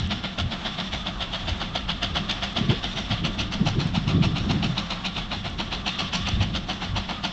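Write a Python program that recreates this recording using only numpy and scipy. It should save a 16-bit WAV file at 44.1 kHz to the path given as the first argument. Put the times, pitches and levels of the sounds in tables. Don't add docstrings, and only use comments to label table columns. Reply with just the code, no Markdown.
import sys
import numpy as np
from scipy import signal
from scipy.fft import rfft, irfft, next_fast_len
from scipy.io import wavfile
from scipy.ndimage import uniform_filter1d, map_coordinates

SR = 44100
rng = np.random.default_rng(int(sys.argv[2]) if len(sys.argv) > 2 else 0)


def elevation(decibels):
    levels = np.asarray(decibels, float)
    return 10 ** (levels / 20)


def generate_wav(sig):
    pcm = np.round(np.clip(np.atleast_2d(sig).T, -1, 1) * 32767).astype(np.int16)
    wavfile.write(sys.argv[1], SR, pcm)


N = 322812
T = np.arange(N) / SR

RISE_S, FALL_S = 0.018, 0.016
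RAGGED_S, TOP_LATE_S = 0.0028, 0.0023

# start in seconds, blast level in dB, throat band
# against the blast in dB, lower hiss against the blast in dB.
EXHAUST_BEATS = [(-0.032, -23, -16, -23.5), (0.237, -32.5, -1, -3.5), (0.513, -31, -1, -8),
                 (0.784, -34.5, 3, -2), (1.06, -33, 0.5, -0.5), (1.331, -34, 3, -1), (1.604, -31, 0, -6),
                 (1.886, -28, -3, 1), (2.152, -29, 4.5, 1), (2.422, -30.5, 1, 0.5),
                 (2.694, -32.5, 2.5, 2.5), (2.966, -33, -0.5, 0.5), (3.244, -30, -1.5, 2),
                 (3.517, -33.5, 2.5, 0), (3.794, -31, -1.5, -4), (4.076, -37, 5.5, 4),
                 (4.357, -30.5, -1.5, -3), (4.629, -28.5, -4, -1.5), (4.9, -31.5, -2, -2.5),
                 (5.158, -37.5, 4, 1), (5.445, -36.5, 4.5, -1.5), (5.719, -30, 1, -2), (5.99, -30, -3, -1),
                 (6.262, -32.5, 0.5, 3), (6.544, -29, -3, -1), (6.815, -33.5, 1, -3.5),
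                 (7.089, -33.5, 4.5, -4.5),
                 (0.105, -29, -3.5, -1.5), (0.381, -30, -0.5, 0.5), (0.651, -31.5, 2.5, -7.5),
                (0.926, -32.5, -2, 1.5), (1.204, -32.5, -1.5, 2.5), (1.475, -30.5, -2, 0),
                (1.75, -27.5, -3, -2), (2.024, -27, -0.5, 0), (2.293, -27, -3.5, -0.5),
                (2.562, -28.5, -0.5, -0.5), (2.833, -30.5, -2, -1.5), (3.108, -30, 0, 0),
                (3.387, -32, -2.5, 4.5), (3.66, -34.5, 5.5, 3.5), (3.943, -34.5, 3.5, 1),
                (4.225, -33, 3, 3.5), (4.495, -30, -0.5, -1.5), (4.77, -27, -4.5, -5.5),
                (5.045, -28.5, -4, -0.5), (5.314, -31, 1.5, -4), (5.588, -32, 1, -1), (5.864, -28.5, -3, 2),
                (6.133, -31, 3, 4), (6.408, -34, 6, 4), (6.687, -33, 4.8, 0), (6.959, -30, 3, -2),
                (7.237, -29.5, 0, -2)]
BEATS = np.array(sorted(EXHAUST_BEATS))


def beat():
    start = BEATS[:, 0] - RISE_S / 2 - RAGGED_S
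    k = np.maximum(np.searchsorted(start, T) - 1, 0)
    return k, T - start[k]


def puff(age, hold_s, fall_s):
    rise = np.sin(np.pi / 2 * np.clip(age / RISE_S, 0, 1)) ** 2
    return rise * np.exp(-np.maximum(age - RISE_S - hold_s, 0) / fall_s)


ZONES_HZ = [300, 950, 2100, 3150, 4600, 9500]
# frequency in Hz, density in dB per Hz.
JET_SPECTRUM = [(180, -39), (300, -7), (432, -24), (707, -2.5), (1030, -6), (1410, -4), (1550, -8.5),
                (1950, -8), (2880, -3), (3410, -2), (4210, -5), (4720, -11), (5990, -14.5), (7500, -27.5),
                (8630, -29.5), (11200, -77.5), (19000, -120)]
# time in seconds, clearness in dB.
AIR = [(0, -0.5), (0.3, -3), (0.6, 2), (1.15, -6), (1.55, 0), (1.8, -6.5), (2.15, -1), (2.35, 2),
       (2.6, -4.5), (3.3, -3), (3.6, 5), (4.0, 1.5), (4.75, 1.5), (5.1, -1), (5.85, -2.5), (6.13, 5),
       (6.3, -1.5), (6.8, 1.5)]


def chuffs(k, age):
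    s, db, throat, lower = BEATS[k].T
    middle = -7 + 0.51 * throat - 18.5 * (along(ECHO, s)[0] - 0.66)
    top = -9.5 + lower + along(AIR, s)[0]
    hold_s = 0.012 * elevation(0.86 * (-32 - db))
    crackle = walk(260)
    crackle = crackle - uniform_filter1d(crackle, size=900)
    beat_start = np.clip((T - age) * SR, 0, N - 1).astype(int)
    out = 0
    for lo, hi, rel in zip(ZONES_HZ, ZONES_HZ[1:], (throat, middle, lower, 0, top)):
        jet = shaped(lambda hz: colour(JET_SPECTRUM, hz) * zone(hz, lo, hi))
        eddy = walk(110)
        late = RAGGED_S * (1 + np.tanh(eddy[beat_start])) + TOP_LATE_S * (lo / 4600) ** 2
        jet = jet * puff(age - late, hold_s, FALL_S)
        crackle_db = 2.5 * (hi / 4600) ** 0.52 * crackle
        out = out + jet * elevation(db + rel + crackle_db + 1.33 * eddy)
    return out


# frequency in Hz, density in dB per Hz.
HISS_SPECTRUM = [(880, -48), (1500, -13.5), (1720, -7), (2430, -11), (2730, -3.5), (3480, -2.5),
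                 (3830, -7.5), (4800, -15.5), (5250, -12), (7290, -45.5), (8630, -27.5), (11200, -75.5),
                 (19000, -120)]
# time in seconds, steam left for the after-blow in dB,
# ring of the loaded gears in dB, high singing of the nozzle in dB.
LOAD = [(0, -37, -40, -0.5), (0.5, -43, -50.5, -7), (0.75, -36.5, -40.5, -3), (1.0, -40.5, -40.5, 0),
        (1.35, -39.5, -40, -4), (1.7, -39.5, -41.5, -4.5), (2.1, -36.5, -37, -6.5),
        (2.65, -36, -40.5, -0.5), (2.98, -37.5, -42.5, 2.5), (3.5, -40.5, -39.5, -8), (3.8, -41, -45, -6),
        (4.15, -40.5, -37.5, -5), (4.75, -41.5, -43.5, 3.5), (5.1, -39, -39, -5), (5.5, -41, -42.5, -2),
        (6.05, -33, -35.5, -5.5), (6.55, -41.5, -44.5, -3.5), (7.2, -39, -38.5, -5)]


def afterblow(k, age):
    sag_db_per_s, shut_s, shut_db = -26.5, 0.1176, -10
    flow = along(LOAD, BEATS[k, 0])[0]
    top = -12.5 + along(AIR, BEATS[k, 0])[0]
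    shut = shut_db * np.clip((age - shut_s) / 0.0045, 0, 1)
    db = uniform_filter1d(flow + sag_db_per_s * age + shut, size=800) + 0.43 * walk(200)
    body = shaped(lambda hz: colour(HISS_SPECTRUM, hz) * zone(hz, 1000, 4600))
    body = body * elevation(2.0 + 1.3 * walk(40))
    edge = shaped(lambda hz: colour(HISS_SPECTRUM, hz) * zone(hz, 4600, 8000))
    edge = edge * elevation(1.0 + top + 0.83 * walk(30))
    sing = wavering(3500, 130, 0.03 * walk(12), 0.2) * elevation(-2.5 + 3.0 * walk(25))
    patch = wavering(5600, 340, 0.033 * walk(8.9), 0.1)
    patch = patch * elevation(top + along(LOAD, T)[2] + 4.9 * walk(12))
    return (body + edge + sing + patch) * elevation(db)


# frequency
# in Hz, width in Hz, rms level in dB, swell with each beat in dB.
HUM = [
    (188, 27.7, -38, 4.5),
    (542, 10, -55.5, 7),
    (686.5, 33, -52.5, 8.5),
    (1378, 39, -52, 8),
    (2150, 260, -55, 12.5),
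]


def hum(k, age):
    swell = uniform_filter1d(puff(age, 0.02, 0.069), size=600)
    tones = 0
    for hz, width_hz, db, lift in HUM:
        tone = wavering(hz, width_hz, 0.015 * walk(6), 0.43)
        tones = tones + tone * elevation(db + lift * (2 * swell - 1) + 1.1 * walk(4.11))
    gear_ring = wavering(1160, 59, 0.035 * walk(12), 0)
    return tones + gear_ring * elevation(2.5 * walk(20) + along(LOAD, T)[1] - 6.5)


# time in seconds, echo lag in ms.
ECHO = [(0.12, 0.585), (0.95, 0.59), (1.55, 0.655), (2.58, 0.61), (3.41, 0.66), (4.24, 0.75), (5.25, 0.75),
        (6.15, 0.67), (6.6, 0.66), (7.25, 0.665)]


def ground(x):
    lag = (along(ECHO, T)[0] + 0.017 * walk(13)) * SR / 1000
    echo = map_coordinates(x, [np.arange(N) - lag], order=1)
    return level(x + elevation(-8) * echo) * np.std(x)


# start in seconds, length in seconds, pitch in Hz, level in dB.
SQUEAKS = [
    (1.44, 0.033, 7100, -52),
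    (2.925, 0.036, 7050, -59),
]


def squeaks():
    out = 0
    for s, length, hz, db in SQUEAKS:
        swell = np.sin(np.pi * np.clip((T - s) / length, 0, 1))
        out = out + elevation(db - 7) * swell * np.sin(2 * np.pi * hz * T)
    return out


# time in seconds, peak level in dB.
TICKS = [(0.0736, -40.5), (1.577, -39), (2.5286, -41.5), (2.712, -37), (3.262, -39), (3.272, -39.5),
         (3.351, -45.5), (3.8713, -36.5), (5.499, -41.5)]


def ticks():
    burst = sum(elevation(db + 1.0) * np.exp(-np.abs(T - s - 0.001) / 0.00072) for s, db in TICKS)
    return burst * shaped(lambda hz: bell(hz, 6000, 4500))


# time in seconds, peak level in dB, pitch in Hz.
SLAPS = [(0.052, -20, 91.5), (1.518, -16.5, 78.1), (2.584, -15, 202), (2.612, -7.5, 183), (2.691, -7, 196),
         (2.702, -7.5, 130), (3.107, -14.5, 184), (3.249, -13.5, 164), (3.613, -9.5, 170),
         (3.668, -10.5, 145), (3.784, -8, 160), (3.856, -10.5, 170), (3.976, -9, 188), (4.074, -10, 119),
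         (4.149, -9, 223), (4.21, -6, 160), (4.265, -20.5, 96.9), (4.339, -10, 144), (4.424, -14.5, 97),
         (4.498, -11.5, 132), (4.558, -17, 113), (4.599, -21, 178), (4.7, -14, 146), (6.333, -16, 72.7),
         (6.405, -11, 85)]


def slaps():
    cycles, glide = 1.15, -0.092
    out = np.zeros(N)
    for (s, db, hz), turn in zip(SLAPS, rng.random(len(SLAPS))):
        near = slice(max(int(s * SR) - 2000, 0), int(s * SR) + 4000)
        cycle = (T[near] - s) * hz - cycles / 2
        swing = cycle * (1 + glide * np.tanh(cycle / cycles))
        envelope = np.exp(-(cycle / cycles) ** 2 * 2)
        out[near] += elevation(db - 4.0) * envelope * np.sin(2 * np.pi * (swing + turn))
    return out


# centre in Hz, width in Hz.
WIND_HZ = [
    (48, 41),
    (95, 67),
    (170, 101),
    (285, 242),
]
# time in seconds, level in dB.
BREEZE = [(0, -41), (0.6, -46.5), (1.0, -41.5), (1.9, -39), (2.3, -40), (3.0, -41.5), (3.3, -36.5),
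          (4.4, -36), (4.9, -41.5), (5.3, -41.5), (5.8, -37.5), (5.95, -47), (6.1, -40), (6.6, -37.5),
          (6.85, -42), (7.32, -45)]
BREEZE_DB = [1.5, -1.5, -4, -6]
# time in seconds, length in seconds, peak level in dB, pitch in Hz.
GUSTS = [(0.01, .1, -27, 94), (0.102, 0.16, -29.5, 130), (0.445, 0.085, -25.5, 85), (0.976, 0.16, -37, 60),
         (1.211, 0.094, -34, 94), (1.495, 0.11, -31, 85), (1.694, 0.13, -36, 130), (2.038, 0.062, -35, 50),
         (2.11, .1, -32.5, 85), (2.217, 0.075, -28.5, 140), (2.643, .09, -24.5, 165),
         (2.71, .05, -21.5, 260), (2.99, 0.092, -34.5, 195), (3.132, 0.049, -26, 124),
         (3.247, 0.12, -31, 168), (3.453, 0.15, -31, 148), (3.632, .06, -24.5, 180),
         (3.723, .08, -25.5, 85), (3.793, .07, -24.5, 176), (3.92, .2, -27, 150), (4.253, 0.11, -27.5, 100),
         (4.18, 0.21, -23, 153), (4.315, 0.1, -25.5, 178), (4.428, 0.033, -21.5, 85),
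         (4.55, .3, -24.5, 148), (5.44, .2, -34, 85), (6.03, 0.064, -32.5, 168), (6.377, 0.21, -26, 105),
         (6.54, 0.12, -33, 158), (6.944, .11, -25.5, 85)]


def wind():
    s, length, peak, pitch_hz = np.transpose(GUSTS)[:, :, None]
    step = T[::64]
    lump = np.exp(-(2.45 * (step - s) / length) ** 2)
    eddy, gust = walk(32), 0
    for (hz, width_hz), share in zip(WIND_HZ, BREEZE_DB):
        breeze_power = elevation(along(BREEZE, step)[0] + share) ** 2
        gust_db = peak - 10 * np.log2(hz / pitch_hz) ** 2
        power = breeze_power + (lump * elevation(gust_db) ** 2).sum(axis=0)
        band = wavering(hz, width_hz, 0.12 * walk(25), 0.71, order=3)
        band = band * np.interp(T, step, np.sqrt(power))
        gust = gust + band * elevation(-1.25 + 1.75 * eddy + 0.97 * walk(24))
    return 0.26 * np.tanh(gust / 0.27)


# frequency in Hz, density in dB per Hz.
FIELD_SPECTRUM = [(120, -49), (200, -6), (433, -27), (694, -7.5), (982, -12), (1150, -12.5), (1570, -13.5),
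                  (2300, -18), (3520, -11.5), (4820, -24.5), (6010, -29), (7490, -36.5), (8630, -44.5),
                  (11200, -83), (19000, -120)]


def field():
    return shaped(lambda hz: colour(FIELD_SPECTRUM, hz)) * elevation(-40 + 1.1 * walk(3.18) + 1.5 * walk(25))


def wavering(centre_hz, width_hz, drift, even, order=1):
    size = next_fast_len(N)
    gain = (1 + (2 * np.fft.fftfreq(size, 1 / SR) / width_hz) ** 2) ** (-order / 2)
    real, imag = rng.standard_normal((2, size))
    slow = np.fft.ifft(gain * (real + 1j * imag))[:N]
    slow = slow / np.std(slow)
    slow = slow / (np.abs(slow) + 0.031) ** np.clip(even, 0, 1)
    carrier = np.exp(2j * np.pi * np.cumsum(centre_hz * (1 + drift)) / SR)
    return level((slow * carrier).real)


def shaped(gain):
    size = next_fast_len(N)
    hz = np.maximum(np.fft.rfftfreq(size, 1 / SR), 1)
    return level(irfft(rfft(rng.standard_normal(size)) * gain(hz), size)[:N])


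def colour(table, hz):
    f, db = np.transpose(table)
    return elevation(np.interp(np.log(hz), np.log(f), db, left=-90, right=-90))


def bell(hz, centre_hz, width_hz, order=1):
    return (1 + ((hz - centre_hz ** 2 / hz) / width_hz) ** 2) ** (-order / 2)


def zone(hz, lo_hz, hi_hz):
    return np.sqrt(1 / (1 + (hz / hi_hz) ** 16) - 1 / (1 + (hz / lo_hz) ** 16))


def walk(rate):
    k = int(SR / rate)
    held = np.repeat(rng.standard_normal(N // k + 1), k)
    return 1.3 * uniform_filter1d(uniform_filter1d(held, k), k)[:N]


def along(table, s):
    at, *columns = np.transpose(table)
    return [np.interp(s, at, column) for column in columns]


def level(x, db=0):
    return x * elevation(db) / np.sqrt(np.mean(x ** 2))


def scene():
    k, age = beat()
    engine = ground(chuffs(k, age)) + afterblow(k, age) + hum(k, age)
    return (engine + field() + wind() + slaps() + ticks() + squeaks())[None]


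# frequency in Hz, gain in dB.
MIC = [(10, 1.5), (7600, -2), (8000, -7.5), (8500, -14), (8800, -21), (9000, -27.5), (9300, -36)]


def low_pass(x):
    return signal.sosfilt(signal.butter(12, 9050, fs=SR, output="sos"), x)


def record(dry):
    size = next_fast_len(N)
    hz = np.fft.rfftfreq(size, 1 / SR) + 10
    heard = irfft(rfft(dry, size) * colour(MIC, hz), size)[:, :N]
    return low_pass(heard)


dry = scene()
out = record(dry)
generate_wav(out)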